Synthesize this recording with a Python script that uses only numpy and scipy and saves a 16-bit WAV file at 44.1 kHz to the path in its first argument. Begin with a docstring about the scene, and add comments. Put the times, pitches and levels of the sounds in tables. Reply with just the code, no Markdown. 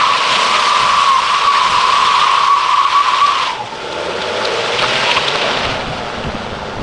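"""A tyre squeals and hisses at once, over an engine being dragged down: a van does a burnout in a concrete yard.
Squeal is noise ringing the tread resonances plus a wavering strand; brief glides are the tread locking to a note.
Scraping is grainy noise; the engine is a sum of firing orders and a pulsed roar that rings the intake and bay.
The tyre grips, the engine pulls up again and the van drives away: grit is short noise bursts and decaying
panel tones, wind is low noise that picks up late, with short buffets."""
import sys
import numpy as np
from scipy import signal
from scipy.fft import rfft, irfft
from scipy.io import wavfile
from scipy.ndimage import uniform_filter1d

SR = 44100
rng = np.random.default_rng(int(sys.argv[2]) if len(sys.argv) > 2 else 0)


def pcm_store(signal):
    """Save signal as 16-bit PCM."""
    levels = np.round(np.clip(np.atleast_2d(signal), -1, 1) * 32767)
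    wavfile.write(sys.argv[1], SR, levels.astype(np.int16).T)


N = 301158
T = np.arange(N) / SR

# squeal: (time [s], level before trim [dB], centre of the tread resonance [Hz])
SQUEAL = [(0.0, -13, 1192), (0.04, -11, 1088), (0.27, -17, 1093), (1.03, -11.5, 1115), (1.15, -13, 1055),
          (1.21, -13, 1100), (2.33, -11.5, 1092), (3.21, -12.5, 1107), (3.22, -15.5, 1136),
          (3.39, -15.5, 1128), (3.62, -26.5, 894), (3.85, -44, 957)]
# tread modes: (factor on the centre [ratio], width [Hz], relative level [dB])
TREAD_MODES = [(0.927, 98, 0.5), (1.033, 107.4, -2.5), (1.16, 238, -7)]
# tread bites and the squeal falters: (start [s], end [s], level change [dB])
BITES = [(0.165, 0.21, -4), (1.193, 1.317, -3), (1.38, 1.425, -6), (1.68, 1.731, -3.5), (2.567, 2.72, -2.5),
         (2.871, 2.95, -4), (3.011, 3.06, -7), (3.173, 3.21, -3), (3.548, 3.588, -4), (3.638, 3.72, -2)]
# tread locks into one note: (start [s], end [s], first pitch [Hz], last pitch [Hz], level [dB])
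SHRIEKS = [(.52, .62, 1255, 1208, -20), (.64, 0.808, 1204, 1172, -19.5), (.97, 1.09, 1150, 1092, -13.5),
           (1.075, 1.184, 1098, 1050, -9), (1.47, 1.52, 1143, 1127, -7.5), (2.205, 2.258, 1181, 1220, -13),
           (2.49, 2.563, 1120, 1136, -7), (2.72, 2.756, 1138, 1165, -12), (2.78, 2.813, 1162, 1077, -9),
           (2.85, 2.872, 1126, 1130, -5), (2.945, 3.025, 1122, 1162, -9), (3.207, 3.268, 1147, 1150, -6),
           (3.27, 3.324, 1153, 1130, -14.5), (3.46, 3.55, 1007, 983, -25), (3.585, 3.635, 863, 835, -23.5),
           (3.715, 3.762, 905, 873, -27), (5.06, 5.147, 965, 952, -21.5), (5.155, 5.19, 978, 950, -23)]
# strand starts to break up, is gone, as the tyre begins to grip: (time [s])
GRIP_S = [3.3, 3.5]
# leading strand: share, slow and fast rms pitch spread [ratio]
STRAND_SHARE, STRAND_WANDER, STRAND_JITTER = 1, .02, .018

# rubber scraping on concrete, below the treble: (time [s], level before trim [dB])
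SCRUB_DB = [(0.03, -18), (0.22, -19), (0.29, -17), (1.2, -20), (2.17, -18.5), (2.47, -21), (2.53, -24),
            (2.59, -21.5), (3.48, -21), (3.61, -33.5), (4.78, -20), (4.8, -17.5), (4.97, -18), (5.1, -16),
            (5.16, -18), (5.71, -22), (5.84, -29.5), (6.83, -35)]
# treble of the scraping: (time [s], level before trim [dB])
TREBLE_DB = [(0.05, -39), (0.46, -32.5), (1.48, -38), (1.76, -34.5), (2.4, -38.5), (2.42, -39.5),
             (3.45, -41.5), (3.58, -49.5), (4.96, -37.5), (5.61, -45.5), (5.84, -48.5), (6.8, -54)]
# scraping spectrum: (frequency [Hz], relative level [dB])
SCRUB_COLOUR = [(100, -42), (500, -10), (780, -7), (1000, -1), (1400, -2.5), (1750, -4.5), (2300, -2),
                (2900, -0.5), (3500, -2.5), (4500, -7), (5500, -10.5), (6800, -18), (8500, -20.5),
                (10000, -29)]

# engine speed: (time [s], firing rate of the six cylinders [Hz])
FIRING_HZ = [(0, 141.4), (.7, 115.8), (1.5, 90.47), (2.6, 71.7), (3.4, 54.7), (3.7, 59.95), (4, 82.17),
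             (4.2, 93.66), (4.95, 129), (5.4, 143.6), (5.9, 121.4), (6.3, 112.1), (6.83, 96.45)]
# engine load: times when the drag eases, the van pulls, the throttle lifts, the van coasts (time [s])
LOAD_S = [3.5, 3.9, 5.3, 5.7]
# exhaust orders: (multiple of firing rate, relative level dragged [dB], pulling [dB], coasting [dB])
ORDERS = [(1, -2, 5, -2), (2, -1, 2.5, 6.5), (3, -20, 0, -8), (4, -14, 12, 2.5), (5, 3.5, 9, 5.5),
          (6, 3, 4, 0), (7, -19, 2, -5)]
# order passing a van resonance: (start [s], end [s], multiple of firing rate, level [dB])
RESONANT_ORDERS = [(-.3, .8, 1, -40), (1.55, 1.95, 2, -45), (2.05, 2.303, 1, -44), (3.53, 3.72, 2, -37.5),
                   (3.847, 4.402, 2, -39), (4.593, 5.295, 1, -31), (4.87, 5.1, 12, -24),
                   (5.05, 5.6, 3, -27.5), (5.5, 6.4, 6, -33), (5.6, 6.047, 2, -41), (6.25, 6.65, 2, -34)]
# engine roar: (time [s], level before load trim [dB])
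ROAR_DB = [(0.15, -30.5), (0.37, -23), (1.17, -33), (1.92, -29.5), (2.64, -39), (3.46, -32), (4.43, -20),
           (5.41, -24), (5.45, -19), (5.9, -26.5), (6.83, -28.5)]
# roar spectrum: (frequency [Hz], relative level [dB])
ROAR_COLOUR = [(40, -19.5), (100, -20.5), (220, -7.5), (300, -14.5), (400, -9), (560, -6.5), (760, -6.5),
               (900, -8.5), (1100, -10), (1400, -9.5), (1900, -17.5), (3300, -24.5), (6000, -32.5),
               (10000, -58.5)]
# intake resonances: (frequency [Hz], width [Hz], relative level [dB])
INTAKE_MODES = [(485, 93, -3), (587.4, 160, -2.5)]
# intake boom on each push of the throttle: (start [s], end [s], level added to idle gain [dB])
THROTTLE = [(-.1, 0.903, -38), (3.725, 4.955, -26.5), (4.898, 5.7, -32.5)]
# engine bay resonances: (frequency [Hz], width [Hz], relative level [dB])
BAY_MODES = [(403, 120, -4), (873, 92, -2), (1374, 190, -9.5), (3410, 310, -9), (4690, 200, -15.5)]
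# ringing of the bay by load: (dragged [dB], pulling [dB], coasting [dB])
BAY_DB = [-45, -29.5, -38.5]
# order reference level at 100 firings/s, and its growth with speed
EXHAUST_DB, EXHAUST_DB_PER_OCTAVE = -44, 9.5
INTAKE_IDLE_DB = -42.5

# wind spectrum: (frequency [Hz], relative level [dB])
WIND_COLOUR = [(15, -1.5), (40, -5.5), (80, 0.5), (130, 0), (210, -3.5), (350, -12), (800, -42.5),
               (3000, -55.5)]
# wind buffets on the microphone: (time [s], level before trim [dB], length [s])
BUFFETS = [(0.789, -37, 0.09), (.88, -43, 0.16), (1.418, -42, 0.066), (1.66, -40, 0.16), (1.851, -51, 0.31),
           (3.199, -47, 0.083), (4.799, -43, 0.072), (5.15, -40, 0.08), (5.62, -31, 0.17),
           (5.861, -30, 0.063), (6.144, -35, 0.12), (6.24, -23.5, 0.073), (6.339, -21.5, 0.024),
           (6.499, -33, 0.058), (6.754, -32, 0.099)]
# wind level before and after it picks up, and rms unsteadiness
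CALM_DB, BREEZE_DB, GUSTY_DB = -48.5, -33.5, 2
BREEZE_S, BREEZE_RISE_S = 5.43, 0.15

# harsh scrapes and grit sprays: (time [s], level before trim [dB], centre [Hz], length [s])
SPRAYS = [(0.292, -16.5, 3180, 0.092), (0.53, -17, 2530, 0.045), (1.545, -13, 2200, 0.024),
          (2.188, -15.5, 3209, 0.043), (3.261, -15, 3903, 0.012), (3.408, -16.5, 3120, 0.036),
          (3.922, -22.5, 3700, 0.011), (4.213, -17.5, 3450, 0.016), (4.448, -12.5, 3852, 0.012),
          (4.787, -11, 3203, 0.012), (4.819, -11, 1170, 0.034), (5.106, -8, 2850, 0.018),
          (5.16, -8.5, 2630, 0.023), (5.164, -9.5, 1020, 0.024), (5.349, -12, 1190, 0.013),
          (5.277, -10, 3360, 0.015), (5.41, -14, 3140, 0.018), (5.566, -17, 2998, 0.017),
          (5.643, -15, 2200, 0.016), (6.236, -24, 2800, .012)]
# stones flicked against the body: (time [s], peak [dB])
STONES = [(4.822, 0), (4.827, 2), (4.91, -6), (5.358, 0), (5.653, -4)]
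# ringing of the struck panel: (frequency [Hz])
KNOCK_HZ = [1151, 2548, 4034]

EDGE_HZ = 10150  # band limit


def amp(db):
    """Decibels to gain."""
    return 10 ** (np.asarray(db) / 20)


def unit(x):
    """Scales to an rms of one."""
    return x / np.sqrt(np.mean(x ** 2) + 1e-20)


def curve(rows, axis=1):
    """One table column, joined by straight lines in time."""
    rows = np.array(rows, float)
    return np.interp(T, rows[:, 0], rows[:, axis])


def add(mix, start_s, sound):
    """Mixes a sound in at a time."""
    part = mix[max(round(start_s * SR), 0):][:len(sound)]
    part += sound[:len(part)]


def colour(x, points):
    """Filters by a short spectrum, interpolated over log frequency; rms one."""
    hz, db = np.transpose(points)
    bin_hz = np.fft.rfftfreq(N, 1 / SR)
    gain = amp(np.interp(np.log(bin_hz + 1), np.log(hz), db))
    return unit(irfft(rfft(x) * gain, N))


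def drift(hz):
    """Slow chance: noise with a Gaussian low-pass, rms one."""
    lowpass = np.exp(-(np.fft.rfftfreq(N, 1 / SR) / hz) ** 2)
    return unit(irfft(rfft(rng.standard_normal(N)) * lowpass, N))


def resonate(x, hz, width_hz):
    """Double-pole resonance that can follow a moving frequency; rms one."""
    turn = np.exp(2j * np.pi * np.cumsum(hz * np.ones(len(x))) / SR)
    r = np.exp(-np.pi * abs(width_hz) / SR)
    # shift down to 0 Hz, low-pass, shift back
    ringing = signal.lfilter([1], [1, -2 * r, r * r], x / turn)
    return unit((turn * ringing).real)


def patchy(x, depth_db, size):
    """Brief, narrow swells and dips scattered over time and frequency."""
    z = signal.stft(x, nperseg=512, noverlap=384)[2]
    patches = uniform_filter1d(rng.standard_normal(z.shape), size, axis=0)
    patches = unit(uniform_filter1d(patches, size, axis=1))
    return unit(signal.istft(z * amp(depth_db * patches), nperseg=512, noverlap=384)[1][:N])


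def swell(start_s, end_s, taper):
    """Rises, holds and falls between two times; taper is the share spent rising and falling."""
    edge = np.minimum(T - start_s, end_s - T) / (.5 * taper * (end_s - start_s))
    return np.sin(np.pi / 2 * np.clip(edge, 0, 1)) ** 2


def by_load(dragged, pulling, coasting):
    """A value that follows the engine's load."""
    return np.interp(T, LOAD_S, [dragged, pulling, pulling, coasting])


def squeal():
    """Tread blocks stick and slip out of step around one wavering strand; friction caps their swing."""
    centre_hz = curve(SQUEAL, axis=2)
    blocks = unit(sum(amp(db) * resonate(rng.standard_normal(N), centre_hz * factor, width_hz)
                      for factor, width_hz, db in TREAD_MODES))
    pitch_spread = 1 + STRAND_WANDER * drift(hz=10) + STRAND_JITTER * drift(hz=99.6)
    strand_hz = centre_hz * 1.025 * pitch_spread
    strand = np.sin(2 * np.pi * np.cumsum(strand_hz) / SR)
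    blocks = blocks + STRAND_SHARE * np.interp(T, GRIP_S, [1, 0]) * strand
    blocks = blocks * amp(1.1 * drift(hz=90))  # the contact patch chatters
    swing = np.sqrt(abs(uniform_filter1d(blocks ** 2, size=2200)) + 1e-9)
    capped = unit(blocks / swing ** .7)
    sliding = np.interp(T, [3.75, 4.1], [1, 0])
    bite_db = sum(db * swell(start, end, taper=0.57) for start, end, db in BITES)
    return amp(curve(SQUEAL) + bite_db - 0.85) * sliding * capped


def tyre():
    """Blocks falling into step give a nearly pure gliding note, and the rough squeal yields a little."""
    notes, locked = np.zeros(N), np.zeros(N)
    waver = 1 + 0.0063 * drift(hz=60)
    for start, end, first_hz, last_hz, db in SHRIEKS:
        count = max(round((end - start) * SR), 2)
        hz = np.linspace(first_hz, last_hz, count) * waver[round(start * SR):][:count]
        phase = 2 * np.pi * np.cumsum(hz) / SR
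        shape = signal.windows.tukey(count, .35)
        tone = np.sin(phase) + amp(-23.5) * np.sin(2 * phase)
        add(notes, start, amp(db) * np.sqrt(2) * shape * tone)
        add(locked, start, shape * amp(db))
    return notes + squeal() * np.clip(1 - 0.72 * locked, .35, 1)


def scrub():
    """Rubber tearing over concrete: fluttering noise full of tiny random grains."""
    struck = rng.random(N) < 900 / SR  # 900 grains/s on average
    grain_db = 2.3 * np.minimum(rng.exponential(1, N), 4)
    grains = struck * rng.choice([-1, 1], N) * amp(grain_db)
    flutter_db = 0.33 * drift(hz=70) + .5 * drift(hz=36)
    rasp = (rng.standard_normal(N) + .5 * unit(grains)) * amp(flutter_db)
    hiss = colour(patchy(rasp, depth_db=1.22, size=7), SCRUB_COLOUR)
    treble = signal.sosfiltfilt(signal.butter(2, 5600, "high", fs=SR, output="sos"), hiss)
    body = amp(curve(SCRUB_DB) + 1.5) * (hiss - treble)
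    return body + amp(curve(TREBLE_DB) + 2.5 + .6 * drift(hz=25)) * unit(treble)


def engine():
    """Exhaust orders, and a roar of gas noise that pulses with each firing and rings the intake and bay."""
    rate_hz = curve(FIRING_HZ)
    firings = np.cumsum(rate_hz * (1 + 0.0081 * drift(hz=14.1))) / SR
    exhaust_db = EXHAUST_DB + EXHAUST_DB_PER_OCTAVE * np.log2(rate_hz / 100)
    note = np.zeros(N)
    for k, dragged, pulling, coasting in ORDERS:
        phase = 2 * np.pi * (k * firings + rng.random()) + 0.93 * drift(hz=25)
        order_db = exhaust_db + by_load(dragged, pulling, coasting) + 2 * drift(hz=4.9)
        note += amp(order_db) * np.sin(phase)
    whine = np.zeros(N)
    for start, end, k, db in RESONANT_ORDERS:
        phase = 2 * np.pi * k * firings + 0.38 * drift(hz=25)
        whine += amp(db) * swell(start, end, taper=0.67) * np.sin(phase)
    # the six cylinders differ, so a comb of weak lines repeats every sixth firing
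    cycle = np.linspace(0, 1, 2048)
    comb = sum(np.cos(2 * np.pi * (k * cycle + rng.random())) for k in range(8, 130))
    clatter = unit(np.interp(firings / 6 % 1, cycle, comb))
    pulsed = unit(rng.standard_normal(N) * (1 + .5 * np.cos(2 * np.pi * firings)))
    gas = unit(pulsed + .22 * clatter)
    boom, bay = (unit(sum(amp(db) * resonate(gas, hz, width_hz) for hz, width_hz, db in modes))
                 for modes in (INTAKE_MODES, BAY_MODES))
    throttle = amp(INTAKE_IDLE_DB) + sum(amp(db) * swell(start, end, taper=0.61)
                                         for start, end, db in THROTTLE)
    roar = amp(curve(ROAR_DB) + by_load(-0.71, -0.12, 2.57)) * colour(gas, ROAR_COLOUR)
    roar = roar + throttle * boom + amp(by_load(*BAY_DB)) * bay
    return note + roar + whine * amp(3.1 * drift(hz=30))


def wind():
    """Low rumble of air on the microphone that picks up as the van leaves, with short buffets."""
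    breeze = np.clip((T - BREEZE_S) / BREEZE_RISE_S, 0, 1)
    force = amp(CALM_DB + (BREEZE_DB - CALM_DB) * breeze + GUSTY_DB * drift(hz=4.8))
    for start, db, length_s in BUFFETS:
        count = round(abs(length_s) * SR) + 2
        add(force, start, amp(db + 2) * signal.windows.tukey(count, .7))
    rumble = colour(rng.standard_normal(N), WIND_COLOUR)
    # level the noise so that force alone sets its loudness
    return force * rumble / np.sqrt(abs(uniform_filter1d(rumble ** 2, size=2200)) + 1e-9)


def grit():
    """Gravel as short resonant bursts of uneven noise; stones as fast-decaying panel tones."""
    out = np.zeros(N)
    for start, db, hz, length_s in SPRAYS:
        count = round(abs(length_s) * SR) + 2
        gravel = rng.standard_normal(count) * amp(4.6 * rng.standard_normal(count))
        spray = resonate(gravel, hz, 0.5 * hz) * signal.windows.tukey(count, .6)
        add(out, start, amp(db - 3.5) * spray)
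    t = T[:SR // 50]
    snap = sum(np.sin(2 * np.pi * hz * t) for hz in KNOCK_HZ) * np.exp(-t / .0008)
    for start, db in STONES:
        add(out, start, amp(db) * snap / abs(snap).max())
    return out


def scene():
    """Tyre, engine, wind and grit summed to one channel."""
    return (tyre() + scrub() + engine() + wind() + grit())[None]


def record(dry):
    """A quick limiter holds down the loudest notes, the input rounds off stray peaks; then the band limit."""
    power_db = 10 * np.log10(abs(uniform_filter1d(dry[0] ** 2, size=180)) + 1e-12)
    recovery_db = T * 120  # 120 dB/s
    envelope_db = np.maximum.accumulate(power_db + recovery_db) - recovery_db
    over_db = np.maximum(envelope_db + 7.5, 0)  # threshold -7.5 dB
    held = dry / amp(uniform_filter1d(over_db, size=90))
    held = held / (1 + (held / .92) ** 8) ** (1 / 8)
    lowpass = signal.firwin(1023, EDGE_HZ, window=("kaiser", 9), fs=SR)
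    return signal.oaconvolve(held, lowpass[None], "same")


dry = scene()
out = record(dry)
pcm_store(out)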